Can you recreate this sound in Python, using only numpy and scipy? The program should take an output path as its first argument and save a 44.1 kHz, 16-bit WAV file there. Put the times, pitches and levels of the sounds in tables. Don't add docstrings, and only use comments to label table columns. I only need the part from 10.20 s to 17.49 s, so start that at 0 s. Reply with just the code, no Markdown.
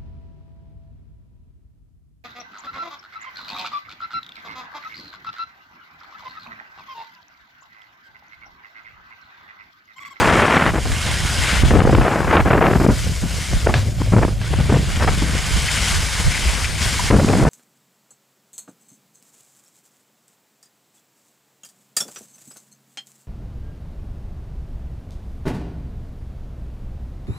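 import sys
import numpy as np
from scipy import signal
from scipy.fft import rfft, irfft, next_fast_len
from scipy.io import wavfile
from scipy.ndimage import uniform_filter1d, minimum_filter1d, map_coordinates

SR = 44100
rng = np.random.default_rng(int(sys.argv[2]) if len(sys.argv) > 2 else 0)


def dump_mix(stems):
    frames = np.atleast_2d(stems).T
    limited = np.clip(frames, -1, 1)
    pcm = np.round(limited * 32767).astype(np.int16)
    wavfile.write(sys.argv[1], SR, pcm)


N = 321487


def amp(db):
    return 10 ** (np.asarray(db) / 20)


def unit(x):
    return x / np.sqrt(np.mean(x ** 2) + 1e-20)


def along(points, hz):
    f, values = np.transpose(points)
    return np.interp(np.log(hz + 1), np.log(f + 1), values)


def curves(rows):
    times, *columns = np.transpose(rows)
    return [np.interp(np.arange(N) / SR, times, column) for column in columns]


def wobble(rate):
    knots = rng.standard_normal(int(N * rate / SR) + 4)
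    return map_coordinates(knots, [np.arange(N) * rate / SR])


def swell(s, half_width_s):
    return np.exp(-np.minimum(((np.arange(N) / SR - s) / half_width_s) ** 2, 50))


def smooth(x, seconds):
    size = max(1, int(seconds * SR))
    return uniform_filter1d(uniform_filter1d(x, size), size)


def steady(x, seconds):
    power = np.mean(np.atleast_2d(x) ** 2, axis=0)
    return x / np.sqrt(np.abs(smooth(power, seconds)) + 1e-12)


def filtered(x, response):
    n = x.shape[-1]
    padded = next_fast_len(n + 4096)
    return irfft(rfft(x, padded) * response(np.fft.rfftfreq(padded, 1 / SR)), padded)[..., :n]


def stereo(pair, spectrum, correlation):
    def response(hz):
        angle = np.arccos(np.clip(along(correlation, hz), -1, 1)) / 2
        return amp(along(spectrum, hz)) * [np.cos(angle), np.sin(angle)]
    mid, side = filtered(pair, response)
    return unit(np.array([mid + side, mid - side]))


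def patchy(depth_db):
    spectra = signal.stft(rng.standard_normal((2, N)), nperseg=512)[2]
    patches = uniform_filter1d(rng.standard_normal(spectra.shape[1:]), size=5, axis=0)
    patches = uniform_filter1d(patches, size=10, axis=1)
    return signal.istft(spectra * amp(depth_db * unit(patches)), nperseg=512)[1][:, :N]


# f/Hz, gain/dB
PORT_RESPONSE = [(40, -33), (80, -2), (130, 0.5), (400, -2.5), (900, -1.5), (1600, -0.5), (2300, -1.5),
                 (3200, -3), (4500, -2), (8000, -42), (15000, -55)]


def port(x, corner_hz, steepness=2.92, smallest_hz=2900):
    limit_hz = smallest_hz * (corner_hz / 600) ** 0.084
    def response(hz):
        rolloff = np.sqrt(1 + (hz / corner_hz) ** steepness)
        dissipation = np.hypot(1, (hz / limit_hz) ** 4)
        return amp(along(PORT_RESPONSE, hz)) / rolloff / dissipation
    return filtered(x, response)


# t/s, level/dB, corner f/Hz (faster air, smaller eddies)
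TURBULENT_SPELLS = [
    [(0.0, -12.5, 1280), (0.3, -15.5, 1720), (0.507, -16.5, 1470)],
    [(1.506, -12.3, 260), (1.72, -13, 310), (1.87, -18.5, 890), (2.05, -21.5, 870), (2.14, -13, 950),
     (2.215, -14.5, 940)],
    [(2.25, -16.5, 560), (2.33, -11.5, 810), (2.395, -14.5, 330)],
    [(2.408, -12, 616), (2.48, -13, 700), (2.54, -20, 260)],
    [(6.903, -7.5, 297), (7.04, -18.5, 110), (7.13, -14.5, 280), (7.29, -15.5, 342)],
]


def surges(mean_s=0.045, scatter_db=0.9, jitter=0.12):
    rows = []
    for spell in TURBULENT_SPELLS:
        times, db, corner_hz = np.transpose(spell)
        duration = times[-1] - times[0]
        count = max(1, int(duration / mean_s))
        shift, size = rng.standard_normal(size=(2, 64))[:, :count]
        steps = np.arange(count) + jitter * np.tanh(shift) * (np.arange(count) > 0)
        edges = np.append(times[0] + duration * steps / count, times[-1])
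        middles = (edges[:-1] + edges[1:]) / 2
        levels_db = np.interp(middles, times, db) + scatter_db * size
        rows += zip(edges[:-1], np.diff(edges), levels_db, np.interp(middles, times, corner_hz))
    return rows


# onset t/s, duration/s, level/dB, corner f/Hz
AIR_PUFFS = [(0.536, 0.062, -20.5, 680), (0.653, 0.022, -26.5, 700), (1.433, 0.022, -4, 110),
             (2.549, 0.028, -12.5, 202), (2.598, 0.058, -15, 360), (2.664, 0.059, -7, 169),
             (3.02, 0.044, -20, 130), (3.315, 0.025, -21.5, 130), (3.463, 0.011, -5, 510),
             (3.484, 0.026, -19.5, 460), (3.801, 0.02, -21, 310), (3.92, 0.077, -10.5, 165),
             (4.014, .038, -15.5, 320), (4.08, .012, -21, 320), (4.332, 0.01, -19, 600),
             (4.387, 0.028, -15, 110), (4.487, 0.089, -13, 170), (4.798, .055, -20.5, 950),
             (4.874, .016, -15, 1200), (5.02, 0.028, -19.5, 200)]


def gusts(edge_s=0.0021, trail_db=-16, trail_s=0.038, cusp=0.16, cusp_hz=1100):
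    arrivals = rng.random(N) < 4500 / SR
    eddies = arrivals * np.sign(rng.standard_normal(N)) * amp(3.5 * rng.standard_normal(N))
    clumps_db = 3.53 * wobble(150) + 2 * wobble(50)
    out, margin = np.zeros(N), SR // 12
    for start, length, db, corner_hz in surges() + list(AIR_PUFFS):
        span = np.arange(max(0, int(start * SR) - margin), min(N, int((start + length) * SR) + margin))
        past_s = span / SR - start - length
        trail = amp(trail_db) * np.exp(-np.abs(past_s) / trail_s)
        gate = smooth((span >= start * SR) * np.where(past_s < 0, 1, trail), edge_s)
        clumping = (600 / corner_hz) ** 0.32
        clumped = eddies[span] * amp(clumps_db[span] * clumping)
        flow = steady(port(clumped, corner_hz), seconds=0.026)
        burst = gate * (flow + cusp * port(flow * np.abs(flow), cusp_hz))
        out[span] += amp(db) * burst * np.sqrt(np.sum(gate ** 2) / (np.sum(burst ** 2) + 1e-20))
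    lean_db = 0.7 + 0.54 * wobble(25)
    return (out + amp(3.5) * pops()) * amp([lean_db, -lean_db])


# t/s, level/dB
BUFFET_LEVEL = [(0.0, -24), (0.35, -30.5), (0.69, -20), (0.84, -24.5), (1.2, -21), (1.5, -15), (1.8, -13.5),
                (1.93, -28.5), (2.15, -19.5), (2.55, -22.5), (2.82, -22), (3.2, -25.5), (3.5, -19),
                (3.75, -22.5), (4.3, -24), (4.9, -17.5), (5.6, -24.5), (6.8, -23.5), (7.29, -20)]
# f/Hz, spectral level/dB
RUMBLE_SPECTRUM = [(11, -43), (18, -16), (37, -5.5), (54, 3.5), (69, 0), (97, -5), (172, -12.5),
                   (260, -26.5), (518, -36.5), (600, -31.5), (780, -37.5), (1320, -120)]
# f/Hz, correlation
RUMBLE_CORRELATION = [(25, 0.79), (50, 0.065), (80, 0.72), (125, 0.91), (300, 0.96)]
# f/Hz, spectral level/dB
FLUTTER_SPECTRUM = [(50, -38), (110, -1.5), (180, 3), (300, -9.5), (600, -12), (2000, -46)]


def buffeting(wake_db=-8, wake_s=0.036, flutter_db=-11.5, flutter_growth=0.13, pivot_db=-22):
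    level_db, = curves(BUFFET_LEVEL)
    wakes = sum(amp(db + wake_db) * swell(start + length / 2, wake_s)
                for start, length, db, _ in AIR_PUFFS)
    rumble = stereo(rng.standard_normal((2, N)), RUMBLE_SPECTRUM, RUMBLE_CORRELATION)
    rumble = steady(rumble, seconds=0.067) * amp(1.97 * wobble(18))
    crests = steady(smooth(rumble.mean(axis=0) ** 2, 0.0055), seconds=0.22)
    flutter = unit(filtered(rng.standard_normal(N), lambda hz: amp(along(FLUTTER_SPECTRUM, hz))))
    flutter *= crests * amp(level_db + flutter_db + flutter_growth * (level_db - pivot_db))
    return (np.hypot(amp(level_db), wakes) * rumble + flutter) * amp([[.3], [-.3]])


# t/s, level/dB
GLIDE_LEVEL = [(0.0, -31.5), (0.06, -34), (0.59, -40.5), (0.65, -35), (1.32, -28.5), (1.56, -39),
               (2.43, -44), (2.84, -34.5), (3.02, -38), (3.21, -34), (3.71, -40.5), (4.24, -42.5),
               (4.26, -40), (5.6, -28.5), (5.72, -26), (5.79, -29.5), (6.42, -31), (6.56, -35),
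               (6.62, -28.5), (6.9, -28.5), (6.92, -35.5), (7.07, -33), (7.29, -38.5)]
# t/s, depth/dB
GLIDE_LULLS = [(3.75, 5.5), (4.17, 4.5)]
# t/s, gain/dB
EDGE_BITE = [(0, -3), (.75, 0), (.88, 5), (1.15, -1.5), (1.3, 5), (2, -2.5), (4.15, -2.5), (4.25, 2.5),
             (5.85, -1.5), (6.3, 0.5), (7.29, -5)]
# f/Hz, spectral level/dB
SPRAY_SPECTRUM = [(1500, -12.5), (3000, -3), (3700, -4.5), (5000, 0.5), (5800, -3), (7000, -2),
                  (9000, -5.5), (10800, -10), (12000, -21), (14000, -19), (15300, -31)]
# f/Hz, spectral level/dB
SCRAPE_SPECTRUM = [(150, -6), (300, -13), (800, -6.5), (1100, -4), (1350, -5), (1500, 0.5), (1750, -3),
                   (2200, 0), (2550, -5.5), (3100, -3), (4000, -9.5), (7000, -49)]
# f/Hz, correlation
SNOW_CORRELATION = [(300, .985), (2000, .955), (4500, .935), (9000, .947), (12000, .992)]


def snow_friction(lull_half_width_s=0.035):
    glide_db, = curves(GLIDE_LEVEL)
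    glide_db -= sum(depth_db * swell(s, lull_half_width_s) for s, depth_db in GLIDE_LULLS)
    bite_db, = curves(EDGE_BITE)
    ridges = wobble(60)
    crumbs = amp(1.13 * wobble(900))
    spray = stereo(patchy(depth_db=1.05) * crumbs, SPRAY_SPECTRUM, SNOW_CORRELATION)
    scrape = stereo(patchy(depth_db=1.5) * crumbs, SCRAPE_SPECTRUM, SNOW_CORRELATION)
    spray *= amp(glide_db + 2.76 + 0.91 * ridges) * amp([[.5], [-.5]])
    scrape *= amp(glide_db + bite_db + 3.5 + 0.94 * ridges) * amp([[1.2], [-1.2]])
    drift_db = 0.51 * wobble(3.95)
    return (spray + scrape) * amp([drift_db, -drift_db])


# t/s, level/dB
HISS_LEVEL = [(0, -53), (1.8, -54), (2.6, -47), (4.1, -57), (5.5, -56)]


def hiss():
    level_db, = curves(HISS_LEVEL)
    spectrum = [(4000, -2), (10000, -3), (12000, 4), (14000, 1), (15400, -12)]  # f/Hz, level/dB
    return amp(level_db) * stereo(rng.standard_normal((2, N)), spectrum, SNOW_CORRELATION)


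# t/s, relative peak level/dB
EDDY_POPS = [(0.237, -12), (0.368, -8), (1.508, -8.5), (1.604, -6), (1.751, -4), (2.17, -3), (2.468, -6.5),
             (4.548, -15.5), (6.91, -7), (7.088, -13.5)]


def pops(life_s=0.0024, corner_hz=1100):
    t = np.arange(-SR // 50, SR // 50) / SR
    out = np.zeros(N + SR)
    for s, db in EDDY_POPS:
        eddy = rng.standard_normal(len(t)) * np.exp(-(t / life_s) ** 2)
        burst = port(eddy, corner_hz, smallest_hz=3480)
        out[round((s + t[0]) * SR):][:len(t)] += amp(db) * burst / np.abs(burst).max()
    return out[:N]


# t/s, level/dB
BOARD_IMPACTS = [(.718, -17), (0.865, -13.5), (3.5405, -4), (4.215, -17)]
# f/Hz, level/dB, decay time T60/s
BOARD_MODES = [(690, -7, .03), (1250, -13, .035), (1670, 2.5, 0.02), (2150, -1, 0.01), (2690, -5, 0.02),
               (3630, -8, 0.013), (4500, -17, .012)]


def knocks(crack_t60=0.005, tail_t60=0.33, tail_db=-17):
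    t = np.arange(SR // 2) / SR
    lowpass = signal.butter(4, 5200, fs=SR, output="sos")
    tail_spectrum = [(300, 1), (1700, -7), (4200, -7), (6000, -17), (12000, -41)]  # f/Hz, level/dB
    out = np.zeros((2, N + SR))
    for s, db in BOARD_IMPACTS:
        ring = np.zeros(len(t))
        for hz, mode_db, t60 in BOARD_MODES:
            decay = amp(mode_db + rng.normal(0, 1.4) - 60 * t / t60)
            ring += decay * np.sin(2 * np.pi * hz * t + rng.uniform(0, 2 * np.pi))
        crack = 1.05 * rng.standard_normal(len(t)) * amp(-60 * t / crack_t60)
        direct = signal.sosfilt(lowpass, .5 * ring + crack)
        tail = stereo(rng.standard_normal((2, len(t))), tail_spectrum, SNOW_CORRELATION)
        tail *= amp(tail_db - 60 * t / tail_t60)
        out[:, round(s * SR):][:, :len(t)] += amp(db) * (direct + tail)
    return out[:, :N]


# t/s, level/dB
AIR_THUMPS = [(1.4, -21), (3.35, -13), (4.72, -24), (5.35, -16), (5.78, -19.5), (6.07, -13), (6.28, -15),
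              (6.45, -20), (6.66, -20), (6.95, -13), (7.24, -16)]


def thumps(corner_hz=75, half_width_s=0.036, lean_db=-1):
    rumble = stereo(rng.standard_normal((2, N)), RUMBLE_SPECTRUM, RUMBLE_CORRELATION)
    deep = steady(filtered(rumble, lambda hz: 1 / (1 + (hz / corner_hz) ** 2)), seconds=0.06)
    envelope = sum(amp(db) * swell(s, half_width_s) for s, db in AIR_THUMPS)
    return deep * envelope * amp([[lean_db], [-lean_db]])


# t/s, lower mode level/dB, upper mode level/dB
HUM_LEVELS = [(3.45, -62, -60), (3.56, -15.5, -33), (3.72, -30, -34), (3.95, -16.5, -28), (4.1, -25.5, -35),
              (4.3, -27, -31), (4.6, -47, -22), (4.8, -62, -51)]


def hollow_hum(modes_hz=(107.5, 136.7), waver_rad=0.6):
    t = np.arange(N) / SR
    out = np.zeros(N)
    for hz, db in zip(modes_hz, curves(HUM_LEVELS)):
        amplitude = np.sqrt(2) * amp(db + wobble(12))
        out += amplitude * np.sin(2 * np.pi * hz * t + waver_rad * wobble(24))
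    return out


# t/s, centre f/Hz, level/dB
ICE_RASPS = [(5.49, 2100, -22), (5.58, 2140, -23.5), (6.149, 2150, -23), (6.28, 2180, -26),
             (6.451, 2370, -23.5), (6.8, 970, -23.5), (6.885, 2060, -23)]


def rasps(half_width_s=0.0097, relative_width=0.16):
    t = np.arange(-SR // 10, SR // 10) / SR
    envelope = np.exp(-(t / half_width_s) ** 2)
    out = np.zeros(N + SR)
    for s, centre_hz, db in ICE_RASPS:
        resonance = lambda hz: 1 / (1 + ((hz / centre_hz - 1) / relative_width) ** 2)
        ring = steady(filtered(rng.standard_normal(len(t)), resonance), seconds=0.029)
        out[round((s + t[0]) * SR):][:len(t)] += amp(db) * ring * envelope
    return out[:N] * amp([[1], [-1]])


def scene():
    return gusts() + buffeting() + snow_friction() + hiss() + knocks() + thumps() + hollow_hum() + rasps()


def record(dry, ceiling=1.0, hold_s=0.014, top_hz=15400):
    peak = np.abs(dry).max(axis=0)
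    needed = np.minimum(1, ceiling / (peak + 1e-9))
    held = minimum_filter1d(needed, int(hold_s * SR) + 1)
    gain = smooth(held, hold_s / 2)
    return filtered(dry * gain, lambda hz: hz < top_hz)


dry = scene()
out = record(dry)
dump_mix(out)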